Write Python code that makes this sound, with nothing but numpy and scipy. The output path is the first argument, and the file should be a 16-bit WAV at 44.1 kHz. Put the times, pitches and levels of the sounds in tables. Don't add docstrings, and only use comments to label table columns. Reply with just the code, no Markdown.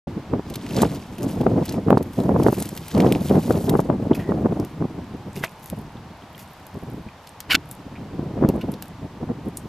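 import sys
import numpy as np
from scipy.fft import rfft, irfft, next_fast_len
from scipy.io import wavfile
from scipy.ndimage import uniform_filter1d, map_coordinates

SR = 44100
rng = np.random.default_rng(int(sys.argv[2]) if len(sys.argv) > 2 else 0)


def generate_wav(sig):
    pcm = np.round(np.clip(np.atleast_2d(sig).T, -1, 1) * 32767).astype(np.int16)
    wavfile.write(sys.argv[1], SR, pcm)


N = 426888
TIME_S = np.arange(N) / SR

# (crest [s], rise [s], fall [s], level [dB], pitch [Hz], spray [dB])
BOOT_SQUELCHES = [(4.15, 0.0036, 0.016, -37, 2580, -2), (4.194, 0.0054, 0.035, -38.5, 1900, -13),
                  (5.367, 0.012, 0.037, -46, 2800, 1), (5.439, .001, 0.011, -29, 660, -30),
                  (5.4404, 0.0061, 0.0073, -23.5, 2100, -11.5), (5.447, 0.0025, .002, -26, 2850, -3),
                  (5.454, 0.0018, .008, -35, 2200, -11), (6.395, 0.0059, 0.035, -51.5, 2680, 6.5),
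                  (7.501, 0.003, .012, -26, 1980, -22), (7.509, 0.004, 0.007, -13.5, 2980, -18),
                  (7.516, .002, 0.0083, -16, 2950, -19), (7.518, 0.00026, 0.0041, -15, 2880, -17),
                  (7.526, 0.004, 0.0092, -20, 2900, -5.5), (7.534, .002, 0.0012, -14, 2830, -21),
                  (7.5462, 0.0019, 0.0024, -10, 2900, -17), (7.55, 0.00035, 0.0025, -13.5, 1550, -22),
                  (7.551, 0.0006, 0.0029, -7, 2900, -16), (7.552, .001, .002, -8.5, 4280, -12),
                  (7.5555, 0.00067, 0.0027, -15, 2750, -12), (8.492, 0.0021, 0.0069, -42, 2840, -14),
                  (8.614, 0.0034, 0.0086, -36, 2880, -14)]
# (ratio to pitch [1], width [Hz], gain [dB])
POCKET_MODES = [(.25, 455, -41), (.53, 170, 3.5), (.78, 220, 2.5), (1, 190, 7.5), (1.27, 130, -0.5),
                (1.5, 350, -0.5), (1.86, 380, -17)]
# (time [s], level [dB], pitch [Hz], decay [s])
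HEEL_SMACKS = [(5.4382, -7, 1770, 0.00071), (5.4385, -14, 960, .0018), (5.44, -26, 660, .007),
               (7.5176, -5, 2250, .0007), (7.5465, -15.5, 286, 0.0062), (7.5497, -15, 990, .0007),
               (7.5515, -17.5, 610, 0.0024)]
# (time [s], crack [dB], ring [dB], ring pitch [Hz])
FILM_CLICKS = [(4.5984, -39, -31.5, 5060), (4.648, -35, -43, 4500), (5.3567, -48, -32, 4800),
               (5.3625, -50, -28, 2490), (5.373, -45, -30, 3800), (5.6316, -46, -41, 13000),
               (5.6426, -42, -39, 13000), (5.6585, -35, -29, 12500), (5.6999, -27.5, -32, 10900),
               (6.3784, -39, -35, 2000), (6.6667, -37, -47, 13000), (7.2724, -42, -33, 4000),
               (7.4036, -26.5, -25.5, 4970), (7.7119, -32, -23, 12000), (8.4884, -25.5, -32, 4470),
               (8.7176, -42, -31, 11000), (8.7382, -47, -31, 3820), (8.8231, -26, -29, 3000),
               (8.8553, -44, -45, 2900), (8.881, -48, -41, 10500), (9.5706, -32.5, -18.5, 8700)]
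# (start [s], length [s], level [dB])
OOZE_SPANS = [(5.36, 0.15, -54), (5.63, 0.049, -48.5), (5.78, 0.033, -57), (6.33, 0.17, -60),
              (6.5, 0.52, -61), (7.28, 0.017, -56), (7.69, 0.055, -58), (8.54, 0.17, -61.5),
              (9.46, .02, -59), (9.58, 0.096, -64)]
# (start [s], length [s], level [dB], pitch [Hz])
BUBBLE_STRINGS = [(4.133, 0.006, -31.5, 3160), (5.461, 0.0036, -34, 2250), (5.479, 0.0037, -36, 2550),
                  (5.968, 0.004, -42.5, 3500), (6.222, 0.004, -44, 3140), (6.347, 0.0047, -39, 3040),
                  (7.086, 0.004, -37.5, 2480), (7.402, 0.008, -40, 3100), (7.955, 0.022, -39, 2310)]
# (time [s], level [dB], pitch [Hz])
SQUEAK_CURVE = [(4.19, -75, 1980), (4.23, -51, 1950), (4.27, -47, 1910), (4.31, -44, 1830),
                (4.35, -75, 1800)]

# (time [s], swish [dB], hiss [dB])
BRUSH_CURVE = [(.45, -53, -65.5), (.64, -47, -61), (1.1, -54.5, -60.5), (1.5, -54.5, -58.5),
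               (2.0, -63, -62.5), (2.35, -57, -56.5), (2.45, -53, -49.5), (2.6, -52, -47.5),
               (2.85, -48, -50.5), (3.05, -45, -51.5), (3.4, -49, -48), (3.65, -53, -45), (3.9, -61, -65),
               (4.2, -56.5, -62.5), (4.75, -63, -62)]
# (start [s], length [s], swish [dB], hiss [dB])
BRUSH_STROKES = [(.7, .06, -47, -51), (.77, 0.074, -36.5, -46.5), (.92, .04, -47, -50.5),
                 (1.235, .11, -50, -48), (1.65, 0.099, -45, -52.5), (2.16, 0.09, -55, -51),
                 (2.47, .16, -46, -45.5), (2.95, 0.15, -50, -52.5), (3.24, .06, -52, -47),
                 (3.46, .1, -46.5, -47.5), (3.74, .03, -54, -50)]
# (time [s], crack [dB], ring [dB], ring pitch [Hz])
STALK_SNAPS = [(.499, -31, -38, 4300), (.5387, -31, -28, 3380), (.555, -24, -24, 3400),
               (.6633, -47, -29, 2400), (.6908, -41, -33, 4000), (.7062, -46, -28, 2500),
               (.7427, -46, -34, 6040), (.7646, -29, -20.5, 4600), (.8177, -17.5, -16, 7500),
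               (.9462, -36, -33, 4300), (1.1822, -34, -34, 2900), (1.2296, -28.5, -31, 6240),
               (1.4112, -36, -32, 3320), (1.6541, -24.5, -41, 5060), (1.6915, -37, -22, 5200),
               (1.7225, -28.5, -45, 2300), (1.902, -30, -37, 2200), (1.9759, -35, -30, 4230),
               (2.0263, -32, -30, 13000), (2.2004, -40, -32, 3880), (2.5231, -46, -23, 13000),
               (2.5486, -30, -48, 2100), (2.5994, -26, -20, 12000), (2.6235, -21.5, -21, 9000),
               (2.6548, -26, -33, 6000), (2.6892, -27, -31, 7700), (2.7506, -34, -41, 7300),
               (2.7742, -25.5, -27, 3500), (2.88, -28.5, -26, 13500), (2.9487, -42, -34, 4400),
               (2.9776, -27, -28, 2000), (3.003, -30, -22.5, 3070), (3.1228, -18.5, -31, 3600),
               (3.238, -45, -47, 2100), (3.2944, -38, -28, 2600), (3.5533, -41, -34, 2300),
               (3.6933, -17.5, -29, 3620), (3.802, -27.5, -37, 5750)]
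# (time [s], level [dB], pitch [Hz], decay [s])
STALK_CRACKS = [(1.6925, -19, 5000, .0003), (2.9497, -22, 4380, .0005), (2.966, -23, 3000, .0002),
                (3.0025, -12.5, 2240, 0.00059), (3.0035, -18, 5400, 0.00025),
                (3.0048, -14.5, 3600, 0.00046), (3.0207, -24, 3400, .0005), (3.1237, -9, 3380, .00042),
                (3.124, -12.5, 2280, 0.00056), (3.151, -16, 2610, .0006), (3.6945, -19, 3630, .0005)]

# (time [s], level [dB])
BREEZE_CURVE = [(0.08, -29), (0.24, -40), (0.44, -42), (0.6, -34.5), (0.8, -24), (1.0, -40), (1.42, -25),
                (1.7, -29.5), (2.11, -37.5), (2.4, -28), (2.86, -41), (3.08, -30), (3.42, -28),
                (4.02, -23.5), (4.25, -32.5), (4.76, -39), (4.92, -35), (5.3, -42), (5.51, -55),
                (5.65, -49.5), (6.3, -51), (7.18, -59.5), (7.92, -43), (8.36, -30), (8.98, -44),
                (9.38, -35.5), (9.68, -44)]
# (start [s], length [s], level [dB])
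GUST_SPANS = [(.172, 0.0094, -27.5), (.305, 0.085, -23.5), (.509, 0.017, -27), (.768, 0.031, -17.5),
              (.808, 0.042, -22.5), (.855, 0.023, -19), (.92, 0.037, -27), (1.195, 0.12, -27.5),
              (1.23, 0.039, -24.5), (1.375, 0.06, -21.5), (1.455, 0.07, -19.5), (1.535, 0.055, -18),
              (1.59, 0.036, -21), (1.742, 0.047, -22.5), (1.878, 0.075, -16), (2.0, 0.019, -23),
              (2.188, 0.022, -15.5), (2.21, 0.047, -24), (2.27, 0.16, -16.5), (2.445, 0.052, -16),
              (2.58, 0.045, -23), (2.725, 0.0099, -29.5), (2.951, 0.068, -15), (3.025, 0.041, -14),
              (3.075, 0.056, -16), (3.15, 0.065, -23), (3.304, 0.087, -15.5), (3.458, .03, -24.5),
              (3.495, 0.084, -21), (3.6, 0.015, -26.5), (3.679, 0.092, -18), (3.785, 0.023, -20),
              (3.895, 0.037, -16.5), (4.05, .012, -20.5), (4.1, 0.027, -15.5), (4.18, 0.024, -21.5),
              (4.283, 0.051, -19.5), (4.35, 0.1, -23), (4.45, 0.014, -15), (4.475, 0.028, -27),
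              (4.518, 0.012, -19), (4.56, 0.08, -22.5), (4.808, 0.046, -21.5), (4.952, 0.0092, -29),
              (4.985, .01, -29.5), (5.145, 0.0095, -26.5), (5.25, 0.037, -30.5), (5.365, 0.074, -32.5),
              (5.727, .008, -26), (5.78, 0.02, -29.5), (5.81, .075, -37), (5.94, 0.078, -40.5),
              (6.11, 0.011, -42), (6.345, .012, -44), (6.755, 0.024, -31), (6.825, 0.012, -32),
              (6.865, 0.035, -34), (6.93, 0.02, -31.5), (6.975, 0.037, -32), (7.065, 0.0086, -33.5),
              (7.47, 0.13, -37.5), (7.86, 0.02, -36.5), (7.98, 0.018, -34.5), (8.138, 0.021, -30.5),
              (8.187, 0.02, -27), (8.28, 0.0073, -27.5), (8.365, 0.024, -25), (8.413, 0.044, -18),
              (8.488, 0.0081, -17.5), (8.545, 0.042, -23.5), (8.635, 0.024, -25.5), (8.685, 0.011, -21.5),
              (8.73, 0.029, -32), (9.022, 0.039, -29), (9.203, 0.04, -26.5), (9.293, 0.023, -22.5),
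              (9.463, 0.018, -23), (9.652, 0.0085, -35)]
# (time [s], thump [dB], core [dB])
HARD_EDDIES = [(.3365, -6, -18), (.3963, -9.5, -30), (.771, -5.5, -23), (.821, -2, -16), (.8305, -5, -11),
               (.8342, 0.5, -5.5), (1.4667, -0.5, -7), (1.8851, -10, -13), (1.9058, 1, -4.5),
               (1.9289, -1, -8.5), (1.9736, -2, -6.5), (2.293, -5, -15), (2.3625, -4, -15.5),
               (2.466, 1, -6.5), (2.4849, -4, -8.5), (2.5288, -5.5, -16), (3.047, -2, -14),
               (3.0655, -0.5, -20), (3.3128, 0, -18), (3.383, -4, -33), (3.5081, 2, -8), (3.7408, -4, -19),
               (3.7537, -5, -9), (3.794, -6, -10.5), (3.9007, -3, -10.5), (4.1147, 1.5, -23),
               (4.2928, -4, -27), (4.321, -13, -13), (4.4595, -1, -20), (4.8244, -16, -20.5),
               (8.195, -10.5, -31), (8.427, -1, -20), (8.439, -10, -13), (8.4495, 1.5, -15.5),
               (8.49, -6, -31), (8.5006, -4, -39)]

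# (frequency [Hz], relative density [dB])
SWISH_SPECTRUM = [(700, -16), (1350, -5), (2000, -4), (3200, -5), (5000, -5.5), (7500, -8.5), (14000, -20)]
HISS_SPECTRUM = [(2000, -6), (4500, 4.5), (6200, 4.5), (8000, 0), (10500, 3), (13000, 9), (14300, -1),
                 (15500, -26)]
CRACK_SPECTRUM = [(500, -14), (1500, 0), (5000, -1.5), (10000, -0.5), (13000, 6.5), (15500, -3)]
RUMBLE_SPECTRUM = [(15, -18), (30, -17), (60, -4.5), (100, -1), (180, -3.5), (350, -36), (900, -75)]
BUFFET_SPECTRUM = [(15, -35), (30, -30), (60, -22), (110, -5), (200, 0), (300, -3.5), (450, -15.5),
                   (700, -25.5), (950, -49), (1300, -56), (2500, -93)]
SWIRL_SPECTRUM = [(100, -46), (250, -7), (400, 3.5), (650, -3), (950, -10), (1250, -21), (1500, -26.5),
                  (2500, -36.5), (5000, -63)]
HUSH_SPECTRUM = [(60, -21), (200, -5), (450, -4), (700, 0.5), (900, 1.5), (1100, -2), (1350, -6.5),
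                 (2200, -11), (3200, -14), (5000, -18.5), (9500, -29), (15000, -30)]
# (frequency [Hz], coherence [1])
GRASS_COHERENCE = [(1500, 1), (3100, 0.95), (7000, 0.97), (13000, 0.18)]
WIND_COHERENCE = [(60, .999), (140, 1), (280, 0.99), (600, 0.87), (1200, 0.57)]
HUSH_COHERENCE = [(300, 1), (800, 0.99), (1500, 0.89), (3100, 0.66), (7000, 0.27), (14000, 0.13)]


def squelches():
    out, t = np.zeros((2, N)), np.arange(SR // 3) / SR - .1
    for s, rise_s, fall_s, db, pitch_hz, spray_db in BOOT_SQUELCHES:
        gate = np.clip(3 - t / fall_s, 0, 1) * np.clip((.06 - t) / 0.012, 0, 1)
        flow = pulse(t, rise_s, fall_s) * gate
        bursts = flow * crackle(len(t), rate_hz=3000, scatter_db=1.2, bed=1.0)
        ring = unit(filtered(bursts, lambda hz: mud_pocket(hz, pitch_hz)))
        spray = amp(spray_db) * coloured(bursts, HISS_SPECTRUM)
        wet = spread(ring + spray, [(1600, 1.0), (5000, 0.96), (14000, 0.83)])
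        add(out, s + t[0], amp(db) * rms(flow) * wet)
    return out * amp([[-.25], [.25]])


def mud_pocket(hz, pitch_hz, tear_db=-17):
    modes = sum((-1) ** k * amp(db) * resonance(hz, ratio * pitch_hz, width_hz)
                for k, (ratio, width_hz, db) in enumerate(POCKET_MODES))
    return modes + amp(tear_db) / (1 + 1j * hz / pitch_hz)


def pops(rows):
    out, t = np.zeros((2, N)), np.arange(SR // 40) / SR
    for s, db, hz, decay_s in rows:
        add(out, s, amp(db) * np.sin(2 * np.pi * hz * t) * np.exp(-t / decay_s))
    return out


def film_clicks():
    return ticks(FILM_CLICKS, rise_s=0.00027, decay_s=0.0015, tail_s=0.016, tail_db=-18,
                 crack_db=-2, ring_db=-4.5, q=2.9, coherence=[(3000, 0.99), (12000, 0.89)])


def ooze(gain_db=-2, seep_db=-69, fade_db_per_s=3, ping_db=2):
    fizz, = swells(OOZE_SPANS, attack_s=0.036, release_s=0.037)
    in_mud = np.interp(TIME_S, [4.7, 4.85], [0, 1])
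    seep = amp(seep_db - fade_db_per_s * (TIME_S - OOZE_SPANS[0][0]))
    bursts = crackle(N, rate_hz=440, scatter_db=3, bed=0.52)
    froth = spread(coloured(bursts, HISS_SPECTRUM), [(4000, 1.0), (13000, 0.66)])
    pings = grains(count=1800, centre_hz=10500, pitch_scatter=.28, decay_cycles=1.6, scatter_db=6)
    return in_mud * amp(gain_db) * np.hypot(fizz, seep) * unit(froth + amp(ping_db) * pings)


def bubbles(rise_s=0.000092, decay_s=0.0014, rate_hz=260, pitch_scatter=0.039, glide_per_s=6):
    out, t = np.zeros((2, N)), np.arange(SR // 40) / SR
    envelope = np.exp(-t / decay_s) * (1 - np.exp(-t / rise_s))
    for s, length_s, db, hz in BUBBLE_STRINGS:
        for delay_s in np.arange(0, length_s, 1 / rate_hz):
            pitch_hz = hz * np.exp(pitch_scatter * rng.standard_normal())
            ring = envelope * np.sin(2 * np.pi * pitch_hz * t * (1 + glide_per_s * t / 2))
            jitter_s = .5 * rng.random() / rate_hz
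            add(out, s + delay_s + jitter_s, 1.8 * amp(db - 6 * delay_s / length_s) * ring)
    return out


def squeak(waver=0.06, flutter_db=3):
    db, hz = curves(SQUEAK_CURVE)
    phase = 2 * np.pi * np.cumsum(hz * (1 + waver * wobble(400))) / SR
    return during(SQUEAK_CURVE) * amp(db + flutter_db * wobble(149.7)) * np.sin(phase)


def rustle(swish_gain, hiss_gain, swish_db=-1, clump_db=2, blade_db=-2):
    on_bank = np.interp(TIME_S, [.4, .5, 4.7, 4.85], [0, 1, 1, 0])
    clumps = amp(clump_db * wobble(45))
    folds = grains(count=3000, centre_hz=3600, pitch_scatter=.43, decay_cycles=1.5, scatter_db=2.2)
    blades = grains(count=4500, centre_hz=10500, pitch_scatter=0.24, decay_cycles=4, scatter_db=3.2)
    soft_slips = coloured(crackle(N, rate_hz=600, scatter_db=1.4, bed=1.0), SWISH_SPECTRUM)
    crisp_slips = coloured(crackle(N, rate_hz=700, scatter_db=1.2, bed=1.0), HISS_SPECTRUM)
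    swish = unit(clumps * (spread(soft_slips, GRASS_COHERENCE) + folds))
    hiss = unit(clumps * (spread(crisp_slips, GRASS_COHERENCE) + amp(blade_db) * blades))
    return on_bank * (swish_gain * amp(swish_db) * swish + hiss_gain * hiss)


def brushing():
    return np.hypot(amp(curves(BRUSH_CURVE)), swells(BRUSH_STROKES, attack_s=0.055, release_s=0.032))


def stalk_snaps(hiss_gain, count=85, scatter_db=5.5, centre_hz=5800, pitch_scatter=0.69):
    effort = hiss_gain * during(BRUSH_CURVE)
    at = rng.choice(N, size=count, p=effort / effort.sum())
    size, pitch = rng.standard_normal((count, 2)).T
    db = 20 * np.log10(hiss_gain[at]) + 5 + scatter_db * size
    small_snaps = np.c_[at / SR, db, db - 7, centre_hz * np.exp(pitch_scatter * pitch)]
    return ticks([*STALK_SNAPS, *small_snaps], rise_s=0.00029, decay_s=0.0031, tail_s=0.0091,
                 tail_db=-12.5, crack_db=-5, ring_db=-7, q=2.7, coherence=[(3000, 0.99), (12000, 0.99)])


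def ticks(rows, rise_s, decay_s, tail_s, tail_db, crack_db, ring_db, q, coherence):
    out, t = np.zeros((2, N)), np.arange(SR // 14) / SR - .01
    envelope = pulse(t, rise_s, decay_s) + amp(tail_db) * pulse(t, 0.0023, tail_s)
    for s, row_crack_db, row_ring_db, ring_hz in rows:
        bursts = envelope * crackle(len(t), rate_hz=3000, scatter_db=5.3, bed=0.82)
        crack = amp(row_crack_db + crack_db) * coloured(bursts, CRACK_SPECTRUM)
        ringing = filtered(bursts[::-1], lambda hz: resonance(hz, ring_hz, ring_hz / q))
        ring = amp(row_ring_db + ring_db) * unit(ringing)
        add(out, s + t[0] + 0.00098, rms(envelope) * spread(crack + ring, coherence))
    return out


def wind(strength_db, flutter_db=0.33, lull_flutter=0.09, flutter_hz=30, lump_db=4):
    depth_db = flutter_db + lull_flutter * (strength_db.max() - strength_db)
    gust_db = strength_db + depth_db * wobble(flutter_hz)
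    force_db = gust_db + 23
    lumps_db = lump_db * wobble(70)
    rumble = amp(0.56 * force_db - 32.5) * rush(RUMBLE_SPECTRUM, WIND_COHERENCE)
    buffet = amp(gust_db - 1.5) * levelled(amp(lumps_db) * rush(BUFFET_SPECTRUM, WIND_COHERENCE))
    swirls = levelled(amp(lumps_db + 4 * wobble(230)) * rush(SWIRL_SPECTRUM, WIND_COHERENCE))
    return rumble + buffet + amp(1.37 * force_db - 32.5) * swirls


def wind_strength_db():
    breeze_db, = curves(BREEZE_CURVE)
    gusts, = swells(GUST_SPANS, attack_s=0.0096, release_s=0.0093)
    return 20 * np.log10(np.hypot(amp(breeze_db), gusts))


def eddies(rows, thump_hz=280, core_hz=800, imbalance=0.75, wake_db=-8):
    out, t = np.zeros((2, N)), np.arange(SR // 14) / SR - .02
    for s, thump_db, core_db in rows:
        size, lean = rng.standard_normal(), rng.choice([-1, 1])
        thump = amp(thump_db - 3) * wavelet(t + 0.00054, thump_hz * np.exp(0.18 * size))
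        port_gains = 1 + imbalance * lean * np.array([[1], [-1]])
        core = amp(core_db) * port_gains * wavelet(t, core_hz)
        swirl = spread(coloured(rng.standard_normal((2, len(t))), SWIRL_SPECTRUM), WIND_COHERENCE)
        wake = amp((thump_db + core_db) / 2 + wake_db) * pulse(t, 0.0018, 0.0054) * swirl
        add(out, s + t[0], rng.choice([-1, 1]) * (thump - core) + wake)
    return out


def small_eddies(strength_db, count=380, scatter_db=1, core_growth=0.39):
    at = ((np.arange(count) + rng.random(count)) * (N - 1) / count).astype(int)
    jitter_db = scatter_db * rng.standard_normal((count, 2))
    thump_db = strength_db[at] + jitter_db[:, 0]
    core_db = thump_db - 10.5 + core_growth * (strength_db[at] - strength_db.max()) + jitter_db[:, 1]
    return np.c_[at / SR, thump_db, core_db]


def hush(level_db=-46.5, swell_db=2, swell_decay_s=1.5):
    db = level_db + swell_db * np.exp(-TIME_S / swell_decay_s) + 0.35 * wobble(1.5)
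    return amp(db) * rush(HUSH_SPECTRUM, HUSH_COHERENCE)


def amp(db):
    return 10 ** (np.asarray(db) / 20)


def rms(x):
    return np.sqrt(np.mean(x ** 2) + 1e-20)


def unit(x):
    return x / rms(x)


def levelled(x, window=2000):
    power = uniform_filter1d(uniform_filter1d(np.mean(x ** 2, axis=0), window), window)
    return x / np.sqrt(np.abs(power) + 1e-9)


def along(points, hz):
    knots_hz, values = np.transpose(points)
    return np.interp(np.log(hz + 1), np.log(knots_hz + 1), values)


def curves(rows):
    s, *columns = np.transpose(rows)
    return [np.interp(TIME_S, s, column) for column in columns]


def during(rows):
    return (TIME_S > rows[0][0]) & (TIME_S < rows[-1][0])


def swells(rows, attack_s, release_s):
    power = np.zeros((len(rows[0]) - 2, N))
    for s, length_s, *db in rows:
        a, b = np.searchsorted(TIME_S, [s - 10 * attack_s, s + length_s + 10 * release_s])
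        t = TIME_S[a:b] - s
        shape = np.exp(np.minimum(np.minimum(t / attack_s, (length_s - t) / release_s), 0))
        power[:, a:b] += (amp(db)[:, None] * shape) ** 2
    return np.sqrt(power)


def pulse(t, rise_s, decay_s):
    return np.exp(np.minimum(t / rise_s, -t / decay_s))


def wavelet(t, hz):
    u = (np.pi * hz * t) ** 2
    return (1 - 2 * u) * np.exp(-u)


def wobble(rate_hz):
    return map_coordinates(rng.standard_normal(int(N * rate_hz / SR) + 4), [TIME_S * rate_hz])


def rush(spectrum, coherence):
    return unit(spread(coloured(rng.standard_normal((2, N)), spectrum), coherence))


def crackle(n, rate_hz, scatter_db, bed):
    sizes = amp(scatter_db * np.minimum(rng.exponential(size=n), 4))
    bursts = (rng.random(n) < rate_hz / SR) * sizes * rng.standard_normal((2, n))
    return unit(unit(bursts) + bed * rng.standard_normal((2, n)))


def grains(count, centre_hz, pitch_scatter, decay_cycles, scatter_db):
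    at = rng.integers(N, size=(count, 1))
    hz = np.minimum(centre_hz * np.exp(pitch_scatter * rng.standard_normal((count, 1))), SR / 2)
    sizes = amp(scatter_db * np.minimum(rng.exponential(size=(count, 1)), 4))
    k = np.arange(SR // 150)
    cycles = hz * k / SR
    rings = sizes * np.sin(2 * np.pi * cycles) * np.exp(-cycles / decay_cycles) * (1 - np.exp(-cycles))
    return unit(np.bincount((at + k).ravel(), rings.ravel(), N)[:N])


def resonance(hz, centre_hz, width_hz):
    return 1j * hz * width_hz / (centre_hz ** 2 - hz ** 2 + 1j * hz * width_hz)


def filtered(x, response):
    n = x.shape[-1]
    padded = next_fast_len(n + 8192)
    return irfft(rfft(x, padded) * response(np.fft.rfftfreq(padded, 1 / SR)), padded)[..., :n]


def coloured(x, spectrum):
    return unit(filtered(x, lambda hz: amp(along(spectrum, hz))))


def spread(pair, coherence):
    angle = lambda hz: np.arccos(np.clip(along(coherence, hz), -1, 1)) / 2
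    mid, side = filtered(pair, lambda hz: np.array([np.cos(angle(hz)), np.sin(angle(hz))]))
    return np.array([mid + side, mid - side])


def from_left(pair, lead_s):
    return filtered(pair, lambda hz: np.exp(1j * np.pi * hz * lead_s * np.array([[1], [-1]])))


def add(track, s, sound):
    i = max(round(s * SR), 0)
    track[:, i:i + sound.shape[-1]] += sound[..., :max(N - i, 0)]


def scene():
    strength_db = wind_strength_db()
    swish_gain, hiss_gain = brushing()
    stalks = stalk_snaps(hiss_gain) + pops(STALK_CRACKS)
    films = film_clicks()
    bank = from_left(rustle(swish_gain, hiss_gain) + stalks, lead_s=.000024)
    mud = films + ooze() + squelches() + pops(HEEL_SMACKS) + bubbles() + squeak()
    air = wind(strength_db) + eddies([*HARD_EDDIES, *small_eddies(strength_db)])
    return bank + mud + air + hush()


def record(dry, start_s=.07, fade_s=.005, ceiling=.88, cutoff_hz=14500):
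    fade_in = np.clip((TIME_S - start_s) / fade_s, 0, 1)
    limited = dry / (1 + np.abs(dry / ceiling) ** 6) ** (1 / 6)
    return filtered(fade_in * limited, lambda hz: amp(-np.clip((hz - cutoff_hz) / 22, 0, 120)))


dry = scene()
out = record(dry)
generate_wav(out)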